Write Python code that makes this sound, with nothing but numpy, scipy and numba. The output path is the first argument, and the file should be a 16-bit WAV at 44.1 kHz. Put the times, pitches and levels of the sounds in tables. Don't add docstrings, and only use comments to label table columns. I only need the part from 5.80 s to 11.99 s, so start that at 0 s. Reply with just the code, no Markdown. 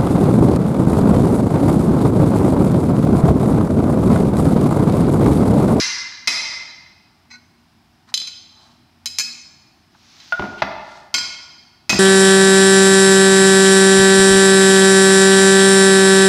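import sys
import numpy as np
from scipy import signal
from scipy.fft import rfft, irfft, next_fast_len
from scipy.io import wavfile
from scipy.ndimage import uniform_filter1d, minimum_filter1d
from numba import njit

SR = 44100
rng = np.random.default_rng(int(sys.argv[2]) if len(sys.argv) > 2 else 0)


def wav_out(sig):
    wavfile.write(sys.argv[1], SR, np.round(np.clip(np.atleast_2d(sig).T, -1, 1) * 32767).astype(np.int16))


N = 272968
LEAD = SR // 4
TIME = (np.arange(N + LEAD) - LEAD) / SR
AGE = np.arange(SR) / SR


def from_db(db):
    return 10 ** (np.asarray(db) / 20)


def unit(x):
    return x / np.sqrt(np.mean(x ** 2))


def burst(x):
    return x / np.sqrt(np.sum(x ** 2) / (SR / 100))


def fade(t, t60):
    return np.exp(-np.log(1000) * t / t60)


def swell(start_s, attack_s, hold_s, release_t60, db):
    age = TIME - start_s
    release = fade(np.maximum(age - attack_s - hold_s, 0), release_t60)
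    return from_db(db) * np.clip(age / attack_s, 0, 1) * release


def colour(x, spectrum):
    hz, db = np.transpose(spectrum)
    size = 2 * next_fast_len(len(x))
    f = np.maximum(np.fft.rfftfreq(size, 1 / SR), 1)
    cepstrum = irfft(np.log(from_db(np.interp(np.log(f), np.log(hz), db))))
    response = np.exp(2 * rfft(cepstrum[:size // 2], size))
    return irfft(rfft(x, size) * response)[:len(x)]


def noise(spectrum):
    return unit(colour(rng.standard_normal(len(TIME)), spectrum))


def resonate(x, hz, width):
    return signal.lfilter(*signal.iirpeak(hz, hz / width, fs=SR), x)


def ring(hz, db, t60, tilt_db=0, split=0.00463, twin_db=-5):
    t = AGE[:SR // 2]
    chance = rng.uniform(-1, 1, (len(hz), 2))
    gain = from_db(db + tilt_db * np.log2(hz / 4000)) * np.sign(chance[:, 0])
    phase = (2 * np.pi * np.outer(hz, t)).astype(np.float32)
    gap = split * (chance[:, 1:] + .5 * np.sign(chance[:, 1:]))
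    twin = np.sin(phase * (1 + gap).astype(np.float32))
    pair = np.sin(phase) + from_db(twin_db) * twin
    modes = gain @ (pair * fade(t, t60[:, None]))
    return np.pad(burst(modes), (0, SR - len(t)))


def crash(spectrum, t60, tilt_db=0, snap=0.22):
    rattle = rng.standard_normal(SR) * fade(AGE, t60)
    rattle[0] = snap * np.sqrt(np.sum(rattle ** 2))
    tilted = [(hz, db + tilt_db * np.log2(hz / 4000)) for hz, db in spectrum]
    return burst(colour(rattle, tilted))


def add(track, s, sound):
    start = max(int(s * SR) + LEAD, 0)
    part = sound[:max(len(track) - start, 0)]
    track[start:start + len(part)] += part


# (frequency [Hz], relative level [dB], t60 [s])
ANVIL_MODES = [(1100, -16.0, 0.24), (1445, -6.0, 0.24), (1950, -13.0, 0.24), (2169, -1.0, 0.24),
               (2384, -10.0, 0.24), (2573, -8.0, 0.24), (3187, -2.0, 0.24), (4064, -3.0, 0.36),
               (4447, -5.0, 0.24), (4503, -4.0, 0.36), (5000, 0.0, 0.36), (5264, -6.0, 0.24),
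               (5545, -15.0, 0.24), (6223, -4.0, 0.24), (6880, -14.0, 0.24), (7601, -9.0, 0.24),
               (8605, -19.0, 0.2), (9436, -31.0, 0.2), (9813, -32.0, 0.2), (10160, -31.0, 0.2),
               (11550, -35.0, 0.2), (13070, -40.0, 0.2), (14292, -38.0, 0.2)]
# (frequency [Hz], relative level [dB])
CLASH_SPECTRUM = [(250, -27.5), (500, -26.5), (1000, -9.5), (1800, -10.5), (2100, -6), (2900, -9.5),
                  (3600, -8.5), (5200, -4), (6400, -11), (8000, -24), (11000, -30.5), (15500, -39)]
# (frequency [Hz], relative level struck at the bend [dB], relative level struck along the leg [dB], t60 [s])
HAMMER_MODES = [(936, -27, -22, 0.2), (1352, -37, -11.5, 0.13), (1962, -31.5, -10.5, 0.42),
                (2068, 9, -11, 0.076), (2170, -11, -15, 0.028), (2539, -9, 2.5, 0.12),
                (3527, -22.5, -20, 0.33), (3990, -5, -10, 0.16), (4500, -15, -22, 0.15),
                (5045, 2, -15, 0.11), (5400, -11.5, -35, 0.089), (5170, -15, -26.5, 0.14),
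                (5740, -19, -21, 0.14), (6150, -21.5, -18.5, 0.047), (6300, -24.5, 0, 0.085),
                (6150, -0.5, -37, 0.123), (7320, -26, -4.5, 0.068), (8720, -47, -16, 0.124),
                (8800, -35.5, -37.5, 0.14), (10100, -20.5, -22.5, 0.12), (12000, -47, -15.5, 0.088)]
# (time [s], hammer level [dB], anvil level [dB], clash level [dB], jolt of the stand [dB],
# place from bend to leg [0-1], tilt [dB per octave])
HAMMER_BLOWS = [(-.08, -2, -12.5, -1.5, -31, 0.1, 3), (0.474, -3.5, -20, -5, -27, 0.34, 0.9),
                (6.0945, -1, -8, -2, -11, 0.97, 0.5)]


def hammer_blows():
    out = np.zeros(len(TIME))
    hz, bend_db, leg_db, t60 = np.transpose(HAMMER_MODES)
    for s, hammer_db, anvil_db, clash_db, _, along, tilt_db in HAMMER_BLOWS:
        mode_db = bend_db + np.clip(along, 0, 1) * (leg_db - bend_db)
        hammer = ring(hz, mode_db, t60, tilt_db)
        anvil = ring(*np.transpose(ANVIL_MODES), tilt_db)
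        clash = crash(CLASH_SPECTRUM, t60=.06, tilt_db=tilt_db, snap=.1)
        clash = clash + from_db(-10) * crash(CLASH_SPECTRUM, t60=.01, tilt_db=4, snap=.1)
        add(out, s, from_db(hammer_db) * hammer + from_db(anvil_db) * anvil + from_db(clash_db) * clash)
    return out


REBOUND = .71


def bounces(s, flight_s, loss_db, count=4):
    for k in range(count):
        if k * loss_db < 18:
            yield k, s, from_db(-k * loss_db)
        s = s + flight_s * REBOUND ** k


# (frequency [Hz], relative level landing flat [dB], relative level landing on edge [dB], t60 [s])
ROD_MODES = [(1193, -37, -32, 0.11), (1690, -37.5, -6, 0.08), (2400, -19, 8.5, 0.039),
             (2558, -25.5, -9.5, 0.71), (3040, -10, -14, 0.091), (3190, 1, -20, 0.031),
             (3500, -6, -38, 0.1), (4016, 1, -5, 0.19), (4080, -13, -12, 0.11), (4440, -2.5, -10, 0.051),
             (4345, -23.5, 2, 0.31), (4950, -12, -17, 0.11), (5084, -7.5, 2, 0.25), (5200, -18, -0.5, 0.12),
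             (6180, -17, 11, 0.08), (6245, -8, -3.5, 0.11), (6810, -18, 6, 0.064),
             (7360, -19.5, 9.5, 0.025), (7330, -16, -16, 0.085), (7880, -55, -15, 0.49),
             (8700, -26.5, -10, 0.096), (9480, -55, -33, 0.052), (10270, -29.5, -7.5, 0.05),
             (11600, -30, -9.5, 0.064), (12630, -44, -20, 0.15), (13110, -57, -35, 0.15),
             (13790, -59.5, -12, 0.15), (16500, -65, -45, 0.15)]
# (time [s], rod level [dB], anvil level [dB], clash level [dB],
# flat to on edge [0-1], tilt [dB per octave], first flight [s], loss per bounce [dB])
ROD_LANDINGS = [(2.341, -13.5, -57, -23, 0.09, 5.5, .0347, 5), (2.473, -30, -37.5, -47, 0.36, 0.5, .012, 6),
                (3.2582, -22, -28.5, -26.5, 0.42, 6, 0.008, 4.5),
                (3.3859, -17.5, -23, -18, 0.74, 4.5, .0105, 1.1),
                (4.401, -41.5, -54, -64, 0.34, -7, 0.014, 20),
                (5.3419, -18.5, -8.5, -11.5, 0.9, 1.17, 0.041, 6.5)]
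BOUNCE_TILT_DB, BOUNCE_CLASH_DB = -2, -7.5


def rod_landings():
    out = np.zeros(len(TIME))
    hz, flat_db, edge_db, t60 = np.transpose(ROD_MODES)
    for s, rod_db, anvil_db, clash_db, edge, tilt_db, flight_s, loss_db in ROD_LANDINGS:
        add(out, s, from_db(anvil_db) * ring(*np.transpose(ANVIL_MODES), tilt_db))
        mode_db = flat_db + np.clip(edge, 0, 1) * (edge_db - flat_db)
        for k, contact_s, gain in bounces(s, flight_s, loss_db):
            bright_db = tilt_db + k * BOUNCE_TILT_DB
            rod = ring(hz, mode_db, t60, bright_db)
            clash = crash(CLASH_SPECTRUM, t60=0.043, tilt_db=bright_db, snap=0.91)
            clash_gain = from_db(clash_db + k * BOUNCE_CLASH_DB)
            add(out, contact_s, gain * (from_db(rod_db) * rod + clash_gain * clash))
    return out


# (frequency [Hz], relative level [dB], t60 [s])
HORN_MODES = [(1476, 1.5, 0.22), (1690, -22, .06), (1900, 3, 0.047), (2164, 2, 0.45), (2570, -2.5, 0.16),
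              (4090, -0.5, 0.18), (4520, -4, 0.19), (5050, -2, 0.22), (6250, -9.5, 0.32), (7560, -16, 0.12)]
DRAG_AT_S, DRAG_ATTACK_S, DRAG_HOLD_S, DRAG_T60_S, DRAG_DB = 1.497, 0.017, 0.031, .15, -38


def rod_drag(slips_per_s=1200):
    slips = (rng.random(len(TIME)) < slips_per_s / SR) * rng.standard_normal(len(TIME))
    horn = ring(*np.transpose(HORN_MODES)) + from_db(-10.0) * crash(CLASH_SPECTRUM, t60=0.015, tilt_db=-4)
    scrape = unit(signal.fftconvolve(slips, horn)[:len(TIME)])
    return scrape * swell(DRAG_AT_S, DRAG_ATTACK_S, DRAG_HOLD_S, DRAG_T60_S, DRAG_DB)


# (frequency [Hz], relative level [dB])
CLACK_SPECTRUM = [(150, -28), (400, -10), (600, 5), (850, 6), (1400, -2.5), (2000, -6.5), (2900, -13),
                  (4500, -22), (6000, -32.5), (8500, -61), (15500, -57)]
THUD_SPECTRUM = [(25, -42), (60, -9), (130, -12.5), (200, -1), (300, -7.5), (420, -6.5), (700, -10),
                 (1500, -62)]
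# (frequency [Hz], relative level [dB], t60 [s])
STAND_MODES = [(66, -8, .2), (122, -7, .15), (204, 0, .15), (353, -3, .12)]


def stand(clack_db, thud_db, tilt_db, rock_db):
    clack = crash(CLACK_SPECTRUM, t60=0.044, tilt_db=tilt_db, snap=0.37)
    thud = crash(THUD_SPECTRUM, t60=0.27, tilt_db=tilt_db, snap=0.46)
    thud = thud + from_db(rock_db) * ring(*np.transpose(STAND_MODES), twin_db=-7)
    return from_db(clack_db) * clack + from_db(thud_db) * thud


# (frequency [Hz], relative level [dB], t60 [s])
HEAD_MODES = [(659, -20.5, 0.14), (1433, -6.5, 0.19), (2114, -40.5, 0.32), (2290, -37, 0.091),
              (3500, -34.5, 0.18)]
# (time [s], clack level [dB], thud level [dB], steel ring level [dB],
# tilt [dB per octave], first flight [s], loss per bounce [dB])
STAND_KNOCKS = [(2.321, -47.5, -67, -65, -1, .01, 27), (4.5232, -24, -40.5, -12, 4.5, .01, 28),
                (4.595, -22.5, -20.5, -28, 0.5, .026, 3.5), (4.8206, -9, -22.5, -47, 2.5, .02, 18),
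                (6.128, -14, -9.5, -50, -1.5, .009, 10)]


def stand_knocks(free_s=0.029, muted_t60=0.024):
    out = np.zeros(len(TIME))
    settle = fade(np.maximum(AGE - free_s, 0), muted_t60)
    head = burst(ring(*np.transpose(HEAD_MODES), twin_db=-28.0) * settle)
    for s, clack_db, thud_db, head_db, tilt_db, flight_s, loss_db in STAND_KNOCKS:
        for _, contact_s, gain in bounces(s, flight_s, loss_db):
            wood = stand(clack_db, thud_db, tilt_db, rock_db=-4.5)
            add(out, contact_s, gain * (wood + from_db(head_db) * head))
    return out


JOLT_DB, JOLT_CLACK_DB = -22.5, -7.5


def stand_jolts():
    out = np.zeros(len(TIME))
    jolt = stand(JOLT_CLACK_DB, thud_db=0, tilt_db=0, rock_db=-8.5)
    for s, _, _, _, jolt_db, *_ in HAMMER_BLOWS:
        add(out, s, from_db(jolt_db) * jolt)
    for s, _, anvil_db, *_ in ROD_LANDINGS:
        add(out, s, from_db(anvil_db + JOLT_DB) * jolt)
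    return out


# (time [s], Gaussian half length [s], level [dB], centre frequency [Hz])
BRUSH_SWELLS = [(2.294, 0.01, -50.5, 1300), (2.297, 0.011, -54, 4300), (2.849, 0.081, -56, 885),
                (2.856, 0.071, -58, 4180), (4.155, 0.007, -52.5, 1066), (4.796, 0.014, -42, 2800),
                (5.139, 0.073, -51.5, 4000)]
BRUSH_WIDTH = 0.68


def brushes():
    out = np.zeros(len(TIME))
    for s, half, db, hz in BRUSH_SWELLS:
        width = BRUSH_WIDTH * hz
        grain_db = 2 * np.repeat(rng.standard_normal(SR // 100), 100)
        rub = rng.standard_normal(SR) * from_db(grain_db)
        for band in (width, width * 2, width * 2):
            rub = resonate(rub, hz, band)
        add(out, s - .5, from_db(db) * unit(rub) * np.exp(-.5 * ((AGE - .5) / half) ** 2))
    return out


# (frequency [Hz], relative level [dB])
HISS_SPECTRUM = [(300, -15.5), (700, -11), (1600, -8), (3000, -6), (4100, -2.5), (5200, -3), (6400, -8),
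                 (7500, -19), (9000, -30.5), (15500, -35)]
HISS_AT_S, HISS_ATTACK_S, HISS_HOLD_S, HISS_T60_S, HISS_DB = 4.09, 0.36, 0.17, 2.2, -47
WHISTLE_AT_S, WHISTLE_ATTACK_S, WHISTLE_HOLD_S, WHISTLE_T60_S, WHISTLE_DB = 4.15, .16, .1, 1.6, -73
WHISTLE_FROM_HZ, WHISTLE_TO_HZ, WHISTLE_GLIDE_S = 8300, 14800, .35


def hiss():
    age = np.maximum(TIME - WHISTLE_AT_S, 0)
    hz = WHISTLE_TO_HZ + (WHISTLE_FROM_HZ - WHISTLE_TO_HZ) * np.exp(-age / WHISTLE_GLIDE_S)
    flicker = noise([(25, -12), (250, -44.0)])
    whistle = flicker * np.sin(2 * np.pi * np.cumsum(hz) / SR)
    rush = noise(HISS_SPECTRUM) * swell(HISS_AT_S, HISS_ATTACK_S, HISS_HOLD_S, HISS_T60_S, HISS_DB)
    return rush + whistle * swell(WHISTLE_AT_S, WHISTLE_ATTACK_S, WHISTLE_HOLD_S, WHISTLE_T60_S, WHISTLE_DB)


# (frequency [Hz], t60 [s])
ROOM_T60 = [(100, 1), (300, 1.03), (1000, 1.31), (2200, 1.046), (5000, 1.024), (8000, 0.69), (14000, 0.34)]


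def workshop(x, build_s=0.0055, gap_s=0.0017):
    t = np.arange(2 * SR) / SR
    hz, t60 = np.transpose(ROOM_T60)
    f, frames, cells = signal.stft(rng.standard_normal(len(t)), SR, nperseg=256)
    band_t60 = np.interp(np.log(f + 1), np.log(hz), t60)
    tail = signal.istft(cells * fade(frames, band_t60[:, None]), SR)[1][:len(t)]
    tail = tail * (1 - np.exp(-np.maximum(t - gap_s, 0) / build_s))
    return signal.fftconvolve(x, tail / np.sqrt(np.sum(tail ** 2)))[:len(x)]


# (frequency [Hz], relative level [dB])
SHOP_SPECTRUM = [(15, -75.5), (25, -21), (86, -9), (144, -9), (240, -11), (260, -12.5), (332, -12.5),
                 (511, -24.5), (706, -15.5), (1180, -21.5), (1960, -25), (4530, -28.5), (5040, -24.5),
                 (6430, -37), (15600, -43.5)]
SHOP_DB = -56.5
# (frequency [Hz], relative level [dB])
HUM_BANDS = [(86, -5.5), (237, -4)]
HUM_WIDTH_HZ, HUM_DB = 5.3, -64.5
HUM_AT_S, HUM_ATTACK_S, HUM_HOLD_S, HUM_T60_S, HUM_SWELL_DB = .9, 1.08, 1.43, 2.8, -64


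def background():
    hum = np.zeros(len(TIME))
    for hz, db in HUM_BANDS:
        band = resonate(rng.standard_normal(len(TIME)), hz, HUM_WIDTH_HZ)
        hum += from_db(db) * unit(resonate(band, hz, HUM_WIDTH_HZ))
    hum_gain = from_db(HUM_DB) + swell(HUM_AT_S, HUM_ATTACK_S, HUM_HOLD_S, HUM_T60_S, HUM_SWELL_DB)
    return from_db(SHOP_DB) * noise(SHOP_SPECTRUM) + hum * hum_gain


def scene():
    blows = hammer_blows()
    rod = rod_landings()
    knocks = stand_knocks() + stand_jolts()
    rubs = rod_drag() + brushes()
    sent = from_db(-7.0) * blows + from_db(-10.5) * rod + from_db(-9.0) * knocks + from_db(-15) * rubs
    return (blows + rod + knocks + rubs + workshop(sent) + hiss() + background())[None, LEAD:]


@njit
def follow(x, attack, release, start):
    out, e = np.empty(len(x)), start
    for i in range(len(x)):
        e += (x[i] - e) * (attack if x[i] > e else release)
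        out[i] = e
    return out


def compress(x, top_db, attack_s, release_s, ratio, size=45):
    swing = np.abs(x)
    start = 2 * swing[:SR // 100].mean()
    envelope = follow(swing, 1 / (1 + attack_s * SR), 1 / (1 + release_s * SR), start)
    gain = np.minimum(from_db(top_db) / envelope, 1) ** (1 - 1 / ratio)
    return x * uniform_filter1d(minimum_filter1d(gain, size), size)


def record(dry, notch_hz=490, notch_width_hz=190):
    x = dry[0] - 0.77 * resonate(dry[0], notch_hz, notch_width_hz)
    x = signal.sosfilt(signal.butter(2, 40, "high", fs=SR, output="sos"), x)
    x = compress(x, top_db=-16.5, attack_s=0.011, release_s=0.17, ratio=2.14)
    x = compress(x, top_db=-4.0, attack_s=0.00023, release_s=0.036, ratio=1.3)
    x = compress(x, top_db=-4, attack_s=0, release_s=.002, ratio=50)
    return signal.sosfilt(signal.ellip(8, .2, 70, 15600, fs=SR, output="sos"), x)[None]


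dry = scene()
out = record(dry)
wav_out(out)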